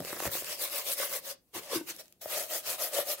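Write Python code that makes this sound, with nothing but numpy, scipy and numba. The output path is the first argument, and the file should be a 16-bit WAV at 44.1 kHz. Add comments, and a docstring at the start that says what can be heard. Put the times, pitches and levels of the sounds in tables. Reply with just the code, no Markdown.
"""Two hands lift a stiff rolled canvas, which buckles, and twist it tighter over a wooden table in a small room.
Each twist slides the weave over itself: a bright noisy rasp that also sounds the air inside the roll.
Midway a palm pushes the end flush, closing the tube and lowering its note; then it opens and twisting goes on.
Small buckles, pats, finger ticks and bumps ring decaying tones or short noise bursts, over soft handling
noise and a quiet room."""
import sys
import numpy as np
from scipy import signal
from scipy.io import wavfile
from numba import njit

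SR = 44100
rng = np.random.default_rng(int(sys.argv[2]) if len(sys.argv) > 2 else 0)


def digitize_waveform(pressure):
    """Quantize a signal to 16-bit integers and store it at the path in sys.argv[1].

    Rows of a 2-D input are taken as channels; values are limited to [-1, 1].
    """
    field = np.atleast_2d(pressure).T
    bounded = np.clip(field, -1, 1)
    quanta = np.round(bounded * 32767).astype(np.int16)
    wavfile.write(sys.argv[1], SR, quanta)


N = 141120  # length in samples

# Slides of the canvas over itself. Each row: peak in seconds, rise in seconds, fall in seconds, level in dB,
# air column in dB against that level, treble tilt in dB per octave, coarse scrape in dB against that level.
SLIDES = [ (.095, 0.058, 0.085, -41.5, 1, 1, -3), (.195, 0.025, 0.054, -44.5, -17, 3, 2.5),
          (.263, 0.044, 0.02, -36.5, 6.5, 4.2, -2), (.347, 0.042, 0.08, -34.5, -18, 1.4, -10.5),
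          (0.496, 0.065, 0.072, -37.5, -3.5, -0.1, -7), (0.636, 0.053, 0.053, -33.5, -4.5, -0.1, -11.5),
          (.775, 0.075, 0.056, -34, -2, 0.8, -8.5), (.907, 0.062, 0.045, -32.5, -3.5, 0.5, -44),
          (1.013, 0.045, 0.064, -32.5, -1, 1.4, -5), (1.147, 0.061, 0.046, -35.5, 1, 1.5, -7.5),
          (1.295, 0.06, .04, -39, -1.5, 0.5, -19), (1.563, 0.024, .04, -37, 3.5, -1.5, -9),
          (1.67, 0.062, 0.11, -48.5, 5, -1.3, -8), (1.754, 0.051, .033, -33.5, 5.5, -1.4, -9),
          (1.804, 0.034, 0.014, -53, 15.5, 3, -16), (1.9, 0.03, 0.025, -36.5, -10.5, -0.95, -28),
          (2.001, 0.02, 0.021, -47.5, 3.5, -1.5, -22), (2.218, 0.0068, 0.034, -43, 2, 2, -21),
          (2.361, 0.079, 0.095, -33.5, 3, -0.5, -24), (2.544, 0.052, 0.057, -34, 3, 1, -22),
          (2.704, 0.065, 0.059, -33, -1, -0.15, -14.5), (2.832, 0.05, 0.06, -33.5, 4, 3, -11),
          (2.982, 0.061, .05, -31, 6.5, 0.1, -14), (3.115, 0.059, 0.037, -32.5, 3.5, 2.8, -23),
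          (3.195, 0.023, .03, -48.5, 5.5, -1, -14)]


def from_db(db):
    """Turn decibels into a gain."""
    return 10 ** (np.asarray(db) / 20)


def rms_one(x):
    """Scale to an average power of one."""
    return x / np.sqrt(np.mean(x ** 2) + 1e-20)


def in_time(rows):
    """Draw straight lines between (seconds, value) rows, giving a value at every sample."""
    return np.interp(np.arange(N) / SR, *np.transpose(rows))


def at_hz(points, hz):
    """Read a (Hz, value) curve at one frequency, on a logarithmic frequency axis."""
    curve_hz, values = np.transpose(points)
    return np.interp(np.log(hz), np.log(curve_hz), values)


def cut(x, hz, kind):
    """Keep the low, high or middle part of a sound with a second-order Butterworth design."""
    sos = signal.butter(2, np.clip(hz, 10, .45 * SR), kind, fs=SR, output="sos")
    return signal.sosfilt(sos, x + 1e-18)


def pan(db):
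    """Left and right gains, the left louder by db, with a mean power of one."""
    return rms_one(from_db(np.array([[db], [-db]]) / 2))


def drift(rate_hz):
    """Smooth random motion of spread 1, made by low-passing noise; a higher rate wanders faster."""
    step = 40  # samples between the slow values
    r = np.exp(-2 * step * np.pi * rate_hz / SR)
    noise = rng.standard_normal(N // step + 2002)
    slow = signal.lfilter([1], [1, -2 * r, r * r], noise)[2000:]  # skip the filter's start
    return np.interp(np.arange(N) / step, np.arange(len(slow)), rms_one(slow))


def clicks(rows):
    """Place one impulse for each (seconds, dB) row."""
    s, db = np.transpose(rows)
    places = np.clip(s * SR, 0, N - 1).astype(int)
    return np.bincount(places, from_db(db), N)


def strike(rows, modes, vary_db):
    """Each blow rings every mode as a dying sine, with a random strength of its own."""
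    out = 0
    for k, (hz, db, t60) in enumerate(modes):
        r = from_db(-60 / (t60 * SR))  # loss per sample
        angle = 2 * np.pi * hz / SR
        blows = [(s, level + db + vary_db * rng.standard_normal()) for s, level in rows]
        force = clicks(blows) + 1e-18
        ring = signal.lfilter([0, np.sin(angle)], [1, -2 * r * np.cos(angle), r * r], force)
        out = out + (-1) ** k * ring  # every other mode is turned upside down
    return out


def crack(rows, decay_s):
    """Sudden releases give tiny, fading bursts of bright stereo noise."""
    fade = signal.lfilter([1], [1, -np.exp(-1 / (decay_s * SR))], clicks(rows) + 1e-18)
    return fade * cut(rng.standard_normal((2, N)), 2530, "high")


def friction():
    """Threads catch on one another at random, over smooth sliding noise; power is about one."""
    snags_per_s, spread_db, share = 1800, 2.5, 0.41  # share: part of the power that is snags
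    sizes = from_db(spread_db * np.minimum(rng.exponential(1, N), 4)) * rng.choice([-1, 1], N)
    snags = rms_one(sizes * (rng.random(N) < snags_per_s / SR))
    return np.sqrt(share) * snags + np.sqrt(1 - share) * rng.standard_normal(N)


def bands(sources, spectrum):
    """Split noise into coloured stereo bands, giving (Hz, band) one at a time."""
    # Each row: frequency in Hz, left-right likeness (1 the same, -1 opposite).
    likeness = [(60, 0.45), (200, 0.63), (600, 1), (1200, -0.035), (2000, 0.44), (3300, -0.2),
                (5500, -0.14), (9000, 0.93), (12500, 0.94)]
    # Each row: frequency in Hz, left minus right in dB.
    balance = [(60, -0.5), (130, 10), (260, -0.5), (420, 4.5), (700, 0.5), (1290, 2), (2380, 5), (4400, -1),
               (6000, -0.5), (8000, -3), (10500, 6.5), (13000, 12.5), (15500, -3.5)]
    edges = np.geomspace(30, 17000, 25)
    for k, (low, high) in enumerate(zip(edges, edges[1:])):
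        hz = np.sqrt(low * high)
        mid, side = cut(sources[k % 2], [low, high], "band")  # neighbours use different noise
        alike = np.clip(at_hz(likeness, hz), -1, 1)
        stereo = np.sqrt(1 + alike) * mid + np.sqrt(1 - alike) * side * [[1], [-1]]
        yield hz, from_db(at_hz(spectrum, hz)) * pan(at_hz(balance, hz)) * stereo


@njit
def resonate(x, angle, r):
    """A resonance whose pitch and damping may change at every sample."""
    out, state = np.zeros(len(x)), 0j
    for i in range(len(x)):
        state = state * r[i] * np.exp(1j * angle[i]) + x[i]
        out[i] = 2 * state.real
    return out


def stroke_powers():
    """The power of each slide over time: it swells and dies with the hand's speed."""
    drop_db = 11.5  # drop one rise or fall time away from the peak
    rise_shape, fall_shape = 2.8, 2.7  # powers that bend the two slopes
    t, rows = np.arange(N) / SR, []
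    for s, rise, fall, db, *_ in SLIDES:
        away = np.minimum(np.maximum((s - t) / rise, (t - s) / fall), 4)
        shape = np.where(t < s, rise_shape, fall_shape)
        rows.append(from_db(db - drop_db * away ** shape) ** 2)
    return np.array(rows)


def rasp(powers, creep, judder):
    """The weave scratches over itself as banded friction noise, each stroke with its own brightness."""
    # Colour of the rasp. Each row: frequency in Hz, relative level in dB per Hz.
    colour = [(60, -46), (130, -14), (220, -41.5), (380, -5), (750, -5), (1000, -4), (1500, -9.5),
              (2200, -5), (3300, -3.5), (5000, -1.5), (7300, -4), (9500, -3.5), (12500, -1), (14500, 0),
              (16000, -11)]
    patchy_db, patchy_hz = 2.16, 16.7  # spread and rate of each band's own wander
    tilt_db, out = np.array(SLIDES)[:, 5], 0
    sources = np.array([[friction(), friction()], [friction(), friction()]])
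    for hz, band in bands(sources, colour):
        octaves = np.log2(max(hz, 1000) / 6000)  # the tilt stays level below 1000 Hz
        strength = np.sqrt(from_db(tilt_db * octaves) ** 2 @ powers + creep ** 2)
        out = out + band * strength * from_db(patchy_db * drift(patchy_hz))
    return out * judder * from_db(1.0)


def scrape(powers):
    """Uneven slips of the edge ring the stiff sheet under each stroke."""
    # Ringing of the canvas. Each row: frequency in Hz, width in Hz, relative level in dB.
    modes = [(1067, 174, 3), (1540, 240, -4), (2070, 220, 0.5), (2655, 206, -1)]
    slips_per_s, level_db = 700, 9
    force = np.sqrt(from_db(np.array(SLIDES)[:, 6]) ** 2 @ powers)
    slips = rms_one((rng.random(N) < slips_per_s / SR) * rng.uniform(.3, 1, N))
    out = 0
    for hz, width, db in modes:
        r = np.exp(-np.pi * width / SR)
        # half of the power is shared by both ears
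        signs = (rng.standard_normal(N) + rng.standard_normal((2, N))) / np.sqrt(2)
        hits = slips * force * signs + 1e-18
        rise = [(1 - r * r) / 2, 0, (r * r - 1) / 2]
        ring = signal.lfilter(rise, [1, -2 * r * np.cos(2 * np.pi * hz / SR), r * r], hits)
        out = out + from_db(level_db + db) * ring
    return out


def table_echo(x):
    """The table top mirrors the rasp; the delay swings as the hands move, shifting its colour."""
    delay_s, swing, moves_hz = 0.000597, 0.299, 3.06  # swing: spread of the delay's natural logarithm
    n, gain, echoes = np.arange(N), from_db(-7), []
    for side in x:
        delay = SR * delay_s * np.exp(swing * drift(moves_hz))
        echoes.append(np.interp(n - delay, n, side))
    return (x + gain * np.array(echoes)) / np.sqrt(1 + gain ** 2)


def air_column(powers, creep, judder):
    """Rubbing and pats sound the tube; closing one end drops each mode by half the open note."""
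    # Note of the open roll. Each row: time in seconds, frequency in Hz.
    open_note = [(0, 597), (.65, 581), (1.3, 538), (1.65, 589), (2.35, 615), (2.55, 621), (2.85, 609),
                 (2.98, 587), (3.2, 604)]
    # How far the palm closes one end. Each row: time in seconds, share from 0 to 1.
    palm = [(1.5, 0.1), (1.55, 0.68), (1.58, 0.77), (1.63, 0.2), (1.66, 0.02), (1.705, .1), (1.733, 0.44),
            (1.75, 0.78), (1.772, 0.94), (1.95, 0.98), (1.985, 0.06)]
    # Air modes from the lowest up. Each row: open width in Hz, level in dB, left minus right in dB.
    modes = [(56, 14, 4), (90, -3, -1), (130, -5.5, 0), (130, -9, -17), (175, -7.5, 8)]
    # Soft pats of a hand on the roll. Each row: time in seconds, relative level in dB.
    pats = [(.004, -32.5), (.023, -37), (.422, -38), (1.0, -27), (1.564, -38.5), (1.731, -25), (1.757, -27),
            (1.811, -34), (2.258, -29), (2.988, -23.5)]
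    creep_db, pat_boost_db = 1, 31
    sealed_narrowing, leak_widening = 0.43, 0.22  # a closed end loses less sound, a half-closed one more

    strength = np.sqrt(from_db(np.array(SLIDES)[:, 4]) ** 2 @ powers + (from_db(creep_db) * creep) ** 2)
    rubbing = strength * judder * friction()
    patting = from_db(pat_boost_db) * cut(clicks(pats), 900, "low")
    drive = cut(rubbing + patting, 270, "high")

    t = np.arange(N) / SR
    closed = np.clip(in_time(palm), 0, 1) * (t > palm[0][0]) * (t < palm[-1][0])
    loss = 1 - sealed_narrowing * closed + leak_widening * np.sin(np.pi * closed)
    note, out = in_time(open_note), 0
    for k, (width, db, pan_db) in enumerate(modes):
        hz = note * (k + 1 - closed / 2)
        r = np.exp(-np.pi * width * loss / SR)
        push = drive * (1 - np.exp(-np.pi * width / SR))
        out = out + from_db(db) * pan(pan_db) * resonate(push, 2 * np.pi * hz / SR, r)
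    return out


def buckling():
    """The lifted sheet snaps into new folds, ringing and cracking: sharp buckles amid many small ones."""
    # Sharp buckles. Each row: time in seconds, level in dB.
    sharp = [(.004, -29.5), (.049, -32), (.129, -28), (.136, -40), (.202, -22.5), (.224, -29),
             (.254, -23.5), (.259, -43), (.266, -25), (.276, -30.5), (.352, -27), (.422, -36)]
    # Ring of the sheet. Each row: frequency in Hz, relative level in dB, time to fall by 60 dB in seconds.
    sheet = [(158, -26.5, 0.045), (354, -12, .03), (535, -6, 0.02), (787, -8.5, 0.016), (1220, -5, 0.0068),
             (1850, -6.5, 0.0079), (2670, -21, 0.0067)]
    small_end_s, small_db, small_spread_db = .4, -41.5, 4
    small = [(small_end_s * u, small_db + small_spread_db * rng.standard_normal()) for u in rng.random(40)]
    rows = list(sharp) + small
    return pan(-1.0) * (strike(rows, sheet, vary_db=5.0) + from_db(-2.5) * crack(rows, decay_s=.0011))


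def finger_ticks():
    """Fingers stick and let go, each time with a tiny burst of bright noise."""
    # Each row: time in seconds, relative level in dB.
    ticks = [(.049, -26.5), (.445, -25), (.699, -32), (1.632, -45), (1.94, -44), (1.964, -31.5),
             (2.057, -44), (2.081, -44), (2.125, -41), (2.213, -41)]
    return from_db(-2.5) * crack(ticks, decay_s=0.0011)


def bumps():
    """The roll and forearms knock softly on the table top, which rings briefly."""
    # Knocks. Each row: time in seconds, level in dB.
    knocks = [(.003, -70), (.13, -49), (.262, -31), (.277, -28), (.352, -53), (.425, -49), (.48, -55),
              (1.76, -46), (2.259, -50)]
    # Ring of the table. Each row: frequency in Hz, relative level in dB, time to fall by 60 dB in seconds.
    table = [(98.4, -4, 0.073), (157, -8, 0.045), (194, -4.5, 0.017)]
    return strike(knocks, table, vary_db=1.0)


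def handling():
    """Hands and arms gripping the roll make a soft, low, dull noise."""
    # Each row: time in seconds, level in dB.
    grip = [(0, -39), (.06, -63), (.2, -61), (.28, -59), (.4, -66), (.56, -67.5), (.95, -84), (1.01, -69),
            (1.3, -69), (1.42, -77.5), (1.525, -80), (1.565, -53), (1.64, -70), (1.72, -64), (1.765, -52),
            (1.83, -64.5), (2.15, -75.5), (2.3, -73.5)]
    dull = cut(cut(rng.standard_normal(N), 96, "high"), 344, "low")
    return pan(-0.85) * from_db(in_time(grip)) * rms_one(dull)


def room(x):
    """Walls return a short dull tail of fading noise, different at each ear."""
    t60_s, level_db, top_hz = 0.2, -14.5, 5000
    t = np.arange(SR // 2) / SR
    noise = cut(rng.standard_normal((2, len(t))), top_hz, "low")
    tails = noise * from_db(-60 * t / t60_s) * (t > .004)  # silent for the first 4 ms
    tails = rms_one(tails) / np.sqrt(len(t))
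    return from_db(level_db) * signal.fftconvolve(x, tails, axes=1)[:, :N]


def still_room():
    """The quiet room is a steady noise, strongest in the bass."""
    # Each row: frequency in Hz, relative level in dB per Hz.
    colour = [(25, 2), (60, 1), (150, -15.5), (500, -15), (1200, -28), (4000, -31), (16000, -22)]
    noise = sum(band for _, band in bands(rng.standard_normal((2, 2, N)), colour))
    return from_db(-73.5) * rms_one(noise)


def scene():
    """Add up the roll, the hands, the table under them and the room around."""
    # Canvas that keeps creeping between strokes. Each row: time in seconds, level in dB.
    creeping = [(0, -46), (.045, -56), (.1, -47.5), (.5, -49.5), (1.15, -49), (1.23, -60), (1.33, -58),
                (1.39, -91), (1.52, -74), (1.56, -60), (1.85, -58), (1.95, -54), (2.05, -62), (2.19, -81),
                (2.23, -48.5), (3.2, -52.5)]
    powers, creep = stroke_powers(), from_db(in_time(creeping))
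    judder = from_db(0.86 * drift(48))  # fast small wander of the rubbing, spread in dB
    roll = table_echo(rasp(powers, creep, judder) + scrape(powers)) + air_column(powers, creep, judder)
    dry = roll + buckling() + finger_ticks() + bumps() + handling()
    return dry + room(dry) + still_room()


def record(dry):
    """The microphone loses the deepest bass; the top is cut steeply."""
    dry = cut(dry, 62, "high")
    steep = signal.ellip(12, .1, 80, 15750, fs=SR, output="sos")  # 0.1 dB ripple, 80 dB down above 15750 Hz
    return signal.sosfilt(steep, dry)


dry = scene()
out = record(dry)
digitize_waveform(out)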